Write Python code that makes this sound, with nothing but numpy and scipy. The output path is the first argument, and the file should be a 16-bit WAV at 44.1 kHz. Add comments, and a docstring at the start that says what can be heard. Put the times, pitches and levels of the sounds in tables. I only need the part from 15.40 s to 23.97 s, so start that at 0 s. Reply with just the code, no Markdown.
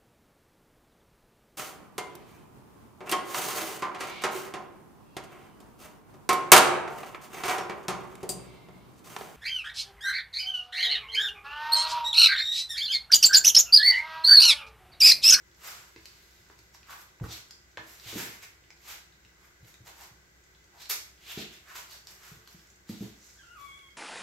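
"""Kittens play in a small tiled bathroom, over a faint bed of hum and hiss; the hard walls add a short,
bright ring. Paws scuff a corrugated cardboard tray in stick-slip strokes while claws and grit tick on
the tiles. Near 2 s a kitten lands with a thump, and soon the tray judders under a step on its rim.
At 5.5 s a hard pull tears at the dry fibres, followed by more scuffs and padded landings.
Around 8 s a kitten gives one thin, falling mew that brightens as its mouth opens."""
import sys
import numpy as np
from scipy import signal
from scipy.fft import rfft, irfft, next_fast_len
from scipy.io import wavfile

SR = 44100
rng = np.random.default_rng(int(sys.argv[2]) if len(sys.argv) > 2 else 0)


def digitize_waveform(pressure):
    """Quantize a signal to 16-bit integers and store it at the path in sys.argv[1].

    Rows of a 2-D input are taken as channels; values are limited to [-1, 1].
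    """
    field = np.atleast_2d(pressure).T
    bounded = np.clip(field, -1, 1)
    quanta = np.round(bounded * 32767).astype(np.int16)
    wavfile.write(sys.argv[1], SR, quanta)


N = 377921
TIME = np.arange(N) / SR

# paws dragged over cardboard and cloth: peak t/s, level/dB, rise/s, fall/s, ring f/Hz, ring boost/dB
PAW_STROKES = [(.262, -46.5, 0.039, .11, 1250, 5.5), (.69, -65.5, .2, 0.48, 4000, 5.5),
               (1.348, -54, 0.0095, .011, 5330, 8), (1.508, -48.5, 0.024, 0.06, 1160, 14),
               (1.615, -57.5, .037, 0.018, 13000, 7), (1.845, -50.5, 0.017, 0.033, 870, 15.5),
               (1.93, -41.5, 0.025, 0.0091, 4200, 13.5), (1.965, -52, 0.038, 0.019, 5000, -6),
               (2.49, -57.5, 0.054, .13, 12500, 2.5), (2.70, -46, 0.061, 0.088, 3380, 7),
               (2.785, -40, 0.031, .071, 1940, 4), (2.91, -55, 0.04, 0.077, 1760, 6),
               (3.033, -47, 0.014, 0.013, 2310, 6.5), (3.508, -44, .044, 0.034, 2440, 3.5),
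               (4.04, -65, 0.054, 0.045, 1250, 12), (4.281, -62, 0.037, 0.044, 12500, 3),
               (4.476, -50.5, 0.016, 0.028, 604, 9.5), (4.625, -54, 0.063, 0.042, 840, 8.5),
               (5.37, -62, .04, .026, 750, 18), (5.412, -50.5, .022, 0.031, 4000, 8),
               (5.5002, -26, 0.0037, 0.0035, 4300, 8.5), (5.509, -34.5, 0.0028, 0.0091, 2130, 9),
               (5.511, -30, .004, 0.013, 5500, 9), (5.915, -45.5, 0.057, 0.045, 3160, 10),
               (5.996, -42.5, .025, 0.031, 3250, 14), (6.135, -53.5, 0.028, 0.035, 3240, 9),
               (6.307, -52.5, 0.039, 0.075, 1430, 14.5), (6.358, -43, 0.0069, 0.039, 1250, 5),
               (6.53, -52, 0.052, .04, 4300, 6), (6.69, -54.5, 0.016, 0.065, 4040, -3),
               (6.855, -56.5, 0.064, 0.11, 1300, 6.5), (7.085, -62, 0.012, 0.15, 5500, 5),
               (7.497, -54.5, 0.017, 0.12, 3700, 7.5), (7.63, -56.5, 0.023, 0.068, 3600, 4.5),
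               (7.86, -61, 0.085, .15, 6100, 12), (8.19, -64, 0.017, 0.14, 2000, -9)]
# tone colour of every scrape and tick: f/Hz, level/dB
FRICTION_EQ = [(120, -31), (250, -15), (400, -8), (650, -3), (1100, -1), (2200, 0.5), (3300, -2),
               (5500, -1.5), (7300, -1.5), (8500, -6), (12000, -7), (16000, -12.5)]
# claws and grit on tile, knocks on the tray: t/s, peak level/dB, ring f/Hz, ring boost/dB
CLAW_TAPS = [(0.5616, -39, 1050, 4), (.656, -32, 4900, 7), (1.0986, -44.5, 980, 19),
             (1.1894, -43.5, 4850, 6), (1.347, -47.5, 960, 26), (1.4302, -43, 2940, 14),
             (1.494, -41, 1420, 19), (1.799, -43, 784, 10), (1.84, -36, 1460, 23), (1.979, -33, 5040, 10),
             (2.1081, -32.5, 5330, 18), (2.3726, -24.5, 1480, 8), (2.38, -33.5, 930, 19),
             (2.5977, -38.5, 4640, 12), (3.304, -37, 2350, 5), (3.849, -46, 3100, 23),
             (4.341, -42.5, 3670, 5), (4.4682, -45, 3500, -3), (5.4565, -35, 4000, 22),
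             (6.3567, -37, 3020, 30), (6.6707, -31.5, 4920, 10), (7.0747, -40, 4530, 3.5),
             (7.301, -44.5, 6500, 31), (7.491, -39.5, 3960, 1)]
# soft weight landing on tray and floor: t/s, level/dB, f/Hz
LANDINGS = [(.560, -45, 340), (1.10, -50, 360), (1.19, -55, 111), (1.811, -23, 131), (1.834, -27.5, 79.4),
            (2.374, -35, 643), (2.659, -42.5, 112), (2.75, -43, 113), (3.852, -54, 100),
            (4.228, -43.5, 126.4), (4.405, -44.5, 106), (4.713, -52, 131), (5.973, -31.5, 216),
            (5.985, -44, 101), (6.916, -40.5, 150), (6.967, -49, 107), (7.145, -45, 164), (7.495, -27, 207),
            (7.608, -26, 194), (7.624, -32.5, 308)]
# the tray judders as a kitten treads on its rim: t/s, level/dB
RIM_STEPS = [(2.728, -40), (2.752, -34.5), (2.825, -43), (5.973, -35.5)]
# tone colour of shaking cardboard: f/Hz, level/dB
FLUTTER_EQ = [(40, -32), (80, 0), (170, -2), (330, -1), (480, -11.5), (800, -17.5), (2000, -61),
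              (6000, -70)]
# low resonances of tray, floor and tub: f/Hz, width/Hz, level/dB
LOW_MODES = [(74.5, 4.4, -12), (113.6, 5.7, -6), (202, 10.6, 2.5), (324, 8.3, 4.5), (366, 19, -4.5),
             (448.7, 30, 4.5)]
# pitch curve of the mew: t/s, f/Hz
MEW_GLIDE = [(7.97, 1720), (8.02, 1550), (8.06, 1325), (8.1, 1422), (8.145, 1433), (8.185, 1134),
             (8.255, 1140), (8.29, 1097), (8.37, 1133), (8.51, 1073)]
# effort behind the mew: t/s, level/dB
MEW_ENVELOPE = [(7.96, -85), (7.99, -55), (8.05, -59), (8.16, -53.5), (8.19, -46.5), (8.25, -46.5),
                (8.29, -53.5), (8.46, -60), (8.52, -71)]
# mouth opening, as overtones against the fundamental: t/s, level/dB
MEW_BRIGHTNESS = [(7.99, -4), (8.14, -2), (8.19, -18), (8.24, -11), (8.29, 1), (8.38, 13), (8.48, 7)]
# how the mouth weights the overtones: f/Hz, level/dB
MOUTH_EQ = [(2200, 2), (2800, -4), (3350, 1.5), (4200, -62), (5600, -37), (6700, -18), (7900, -20),
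            (9000, -15.5), (10200, -17), (12000, -33)]
# ring of the bathroom: f/Hz, time to fall by 60 dB/s
REVERB_TIMES = [(100, 0.11), (300, 0.47), (1000, 0.48), (3000, 0.4), (7000, 0.43), (14000, 0.27)]
# stereo width of diffuse sound, side against mid: f/Hz, level/dB
SIDE_EQ = [(60, -13), (130, -12), (260, -9), (520, -3), (1100, 0.8), (5000, 0.75), (12000, 2)]
# tone colour of the room air: f/Hz, level/dB
AIR_EQ = [(20, -11), (42, -2), (70, 6), (105, 2.5), (190, 0), (270, -15), (420, -8), (650, -11),
          (1200, -12), (2700, -18), (4000, -16), (7300, -13.5), (9000, -25), (16000, -25)]
# narrow bands of background whirr: f/Hz, width/Hz, level/dB
WHIRR_BANDS = [(349, 56, -71.5), (1555, 225, -68.5), (1972, 84, -71)]
# resonances of the microphone port: f/Hz, width/Hz, boost/dB
PORT_EQ = [(9860, 2680, -8.5), (12100, 1100, 5)]


def scrapes(slips_per_s=88.5, snags_per_s=600, crackles_per_s=150, crisp_hz=12800, crisp_width_hz=3500):
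    """Fur and pads stick and slip while claws snag on paper ridges; dry fibres sizzle and snap."""
    slip_db, spread_db, crackle_db, tear_from_db = 1.45, 3.5, -6, -44
    out = np.zeros(N)
    for s, level_db, rise, fall, hz, boost_db in PAW_STROKES:
        t = np.arange(-3 * rise, 3 * fall, 1 / SR)
        pressure = np.exp(-np.abs(t / np.where(t < 0, rise, fall)) ** 1.28)  # soft lead-in and tail
        slips = rng.standard_normal(int(len(t) / SR * slips_per_s) + 2)
        pressure *= from_db(slip_db * np.interp((t - t[0]) * slips_per_s, np.arange(len(slips)), slips))
        sizes = from_db(spread_db * np.minimum(rng.exponential(1, len(t)), 4))
        sizes *= rng.choice([-1, 1], len(t))
        snags = rms_one(sizes * (rng.random(len(t)) < snags_per_s / SR))
        snags = 9 * np.tanh(snags / 9)  # a ridge tears before the pull grows large
        crisp_db = -1 + 0.77 * max(level_db - tear_from_db, 0)  # tearing fibres sizzle much more
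        force = bell_eq(rng.standard_normal(len(t)) + snags, crisp_hz, crisp_width_hz, crisp_db)
        snaps = sizes * (rng.random(len(t)) < crackles_per_s / SR)
        force += from_db(crackle_db) * rms_one(resonate(snaps, crisp_hz, crisp_width_hz))
        stroke = contact(force, hz, boost_db, relative_width=0.39)
        add(out, s + t[0], from_db(level_db) * pressure * stroke)
    return out


def contact(force, hz, boost_db, relative_width):
    """Friction colour plus the ring of the spot that is touched; unit power."""
    return rms_one(bell_eq(colour(force, FRICTION_EQ), hz, hz * relative_width, boost_db))


def ticks(grit_db=-56, grit_spread_db=6, grit_count=60):
    """Distinct claw taps and knocks, among faint random ticks of grit under the paws."""
    out = np.zeros(N)
    for s, peak_db, hz, boost_db in CLAW_TAPS:
        add(out, s, from_db(peak_db) * tick(hz, boost_db, fall_s=0.0014))
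    for when, size, pitch in rng.random((grit_count, 3)):
        grain = tick(hz=2600 * 3 ** pitch, boost_db=20, fall_s=0.0029)
        add(out, when * TIME[-1], from_db(grit_db + grit_spread_db * size) * grain)
    return out


def tick(hz, boost_db, fall_s, bite_s=0.00054, crumble_db=17.0):
    """A click and a tiny burst of crumbling ring the spot briefly; peak 1."""
    t = np.arange(SR // 20) / SR
    force = rng.standard_normal(len(t)) * (1 - np.exp(-t / bite_s)) * np.exp(-t / fall_s)
    force *= from_db(crumble_db) / np.linalg.norm(force)
    force[round(bite_s * SR)] += 1  # the click
    softening = signal.butter(2, min(3.1 * hz, SR / 3), fs=SR, output="sos")  # low knocks are duller
    sound = contact(signal.sosfilt(softening, force), hz, boost_db, relative_width=0.31)
    return sound / np.abs(sound).max()


def thuds(flutter_db=-16.5, settle_s=0.017, settle_db=-13.5, floor_hz=116):
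    """Paws land, the cardboard flutters and the body settles; a step on the rim shakes the tray."""
    out, t = np.zeros(N), np.arange(SR // 3) / SR
    for s, level_db, hz in LANDINGS:
        add(out, s, from_db(level_db) * (boom(t, hz) + from_db(flutter_db) * flutter(t)))
        add(out, s + settle_s, from_db(level_db + settle_db) * boom(t, floor_hz))
    for s, level_db in RIM_STEPS:
        add(out, s, from_db(level_db) * flutter(t))
    return out


def boom(t, hz, swell_cycles=0.67):
    """A padded blow swells into a few low cycles."""
    swell = t * hz / swell_cycles
    return swell * np.exp(1 - swell) * np.sin(2 * np.pi * hz * t)


def flutter(t, rise_s=0.0008, fall_s=0.038):
    """Loose cardboard shakes and comes to rest."""
    shake = rms_one(colour(rng.standard_normal(len(t)), FLUTTER_EQ))
    return shake * (1 - np.exp(-t / rise_s)) * np.exp(-t / fall_s)


def tray(x):
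    """Landings ring the low resonances of tray, floor and tub, which give them body."""
    return x + sum(from_db(db) * resonate(x, hz, width) for hz, width, db in LOW_MODES)


def mew(tremble_hz=110, hoarse_above_hz=1200):
    """A thin voice, hoarse on its high opening notes; the overtones take over as the mouth opens."""
    hz = np.interp(TIME, *np.transpose(MEW_GLIDE))
    effort = from_db(np.interp(TIME, *np.transpose(MEW_ENVELOPE), left=-np.inf, right=-np.inf))
    bright = from_db(np.interp(TIME, *np.transpose(MEW_BRIGHTNESS)))
    jitter = np.where(hz > hoarse_above_hz, 0.027, 0.011)  # as a share of the pitch
    phase = 2 * np.pi * np.cumsum(hz * (1 + jitter * wander(tremble_hz))) / SR
    overtones = sum(from_db(at_hz(MOUTH_EQ, k * hz)) * np.sin(k * phase) for k in range(2, 10))
    return effort * (np.sin(phase) + bright * overtones) * np.sqrt(2 / (1 + bright ** 2))


def bathroom(predelay_s=0.001):
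    """Dense echoes off tile and tub, dying octave by octave; unit energy in each channel."""
    t = np.arange(SR * 2 // 3) / SR
    rest, echoes = diffuse_noise(len(t)), 0
    for hz in 125 * 2 ** np.arange(8):
        crossover = signal.butter(2, min(hz * np.sqrt(2), SR / 2.1), fs=SR, output="sos")
        band = signal.sosfiltfilt(crossover, rest)
        rest = rest - band
        echoes = echoes + band * from_db(-60 * t / at_hz(REVERB_TIMES, hz))
    echoes = echoes * np.clip(t / predelay_s - 1, 0, 1)
    return echoes / np.sqrt(np.sum(echoes ** 2, axis=1, keepdims=True))


def place(x, spots, direct_db, room_db, pan_db, move_hz):
    """Pan a source with its reverb; as it moves, the echoes of several spots crossfade."""
    sends = np.array([wander(move_hz) for _ in spots])
    sends /= np.sqrt(np.sum(sends ** 2, axis=0))
    wet = sum(signal.oaconvolve((x * send)[None], echoes, axes=1)[:, :N]
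              for send, echoes in zip(sends, spots))
    return (from_db(direct_db) * x + from_db(room_db) * wet) * from_db([[pan_db / 2], [-pan_db / 2]])


def room_tone(air_db=-63, hum_hz=61.5, hum_db=-68.5, waver_db=0.8):
    """A steady bed of air with the low hum of a motor and a few soft bands of whirr."""
    air = from_db(air_db) * rms_one(colour(diffuse_noise(N), AIR_EQ))
    hum_level = from_db(hum_db + waver_db * wander(rate_hz=8.4))
    hum = hum_level * np.sqrt(2) * np.sin(2 * np.pi * hum_hz * TIME)
    noise = diffuse_noise(N)
    whirr = sum(from_db(db) * rms_one(resonate(noise, hz, width)) for hz, width, db in WHIRR_BANDS)
    return air + hum + whirr


def diffuse_noise(size):
    """Stereo noise, narrow in the bass and wide in the treble."""
    mid, side = rng.standard_normal((2, size))
    side = colour(side, SIDE_EQ)
    return np.array([mid + side, mid - side])


def wander(rate_hz):
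    """Smooth random modulation of unit power."""
    knots = rng.standard_normal(int(N / SR * 2 * rate_hz) + 4)
    return rms_one(np.interp(TIME * 2 * rate_hz, np.arange(len(knots)), knots))


def colour(x, spectrum):
    """Shape a sound with a smooth EQ curve."""
    size = next_fast_len(x.shape[-1] + SR // 20)
    gain = from_db(at_hz(spectrum, np.fft.rfftfreq(size, 1 / SR)))
    return irfft(rfft(x, size) * gain, size)[..., :x.shape[-1]]


def resonate(x, hz, width_hz):
    """One resonance with unit gain at its peak."""
    r = np.exp(-np.pi * width_hz / SR)
    feedback = [1, -2 * r * np.cos(2 * np.pi * hz / SR), r * r]
    return signal.lfilter(np.array([1, 0, -1]) * (1 - r * r) / 2, feedback, x)


def bell_eq(x, hz, width_hz, boost_db):
    """Lift or dip one band."""
    return x + (from_db(boost_db) - 1) * resonate(x, hz, width_hz)


def at_hz(points, hz):
    """Read a table on a log-frequency axis."""
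    f, value = np.transpose(points)
    return np.interp(np.log(np.maximum(hz, 1)), np.log(f), value)


def from_db(db):
    """Decibels to gain."""
    return 10 ** (np.asarray(db) / 20)


def rms_one(x):
    """Scale to unit power."""
    return x / np.sqrt(np.mean(x ** 2) + 1e-20)


def add(track, s, sound):
    """Mix a sound in at its cue."""
    start = max(round(s * SR), 0)
    track[start:start + len(sound)] += sound[:N - start]


def scene():
    """Scrapes, ticks, thuds and the mew share one bathroom, over its room tone."""
    spots = [bathroom() for _ in range(4)]
    return (place(scrapes(), spots, direct_db=0.0, room_db=3.5, pan_db=-0.95, move_hz=151.04)
            + place(ticks(), spots, direct_db=-0.5, room_db=1.5, pan_db=-1.4, move_hz=3)
            + place(tray(thuds()), spots, direct_db=-4.5, room_db=-4.0, pan_db=-0.2, move_hz=3)
            + place(mew(), spots, direct_db=-5.0, room_db=-1.0, pan_db=-0.5, move_hz=3)
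            + room_tone())


def record(dry):
    """The microphone port hollows and lifts the high treble; the top is cut steeply."""
    for hz, width, db in PORT_EQ:
        dry = bell_eq(dry, hz, width, db)
    cutoff_hz = 15750
    return signal.sosfilt(signal.ellip(12, .1, 80, cutoff_hz, fs=SR, output="sos"), dry)


dry = scene()
out = record(dry)
digitize_waveform(out)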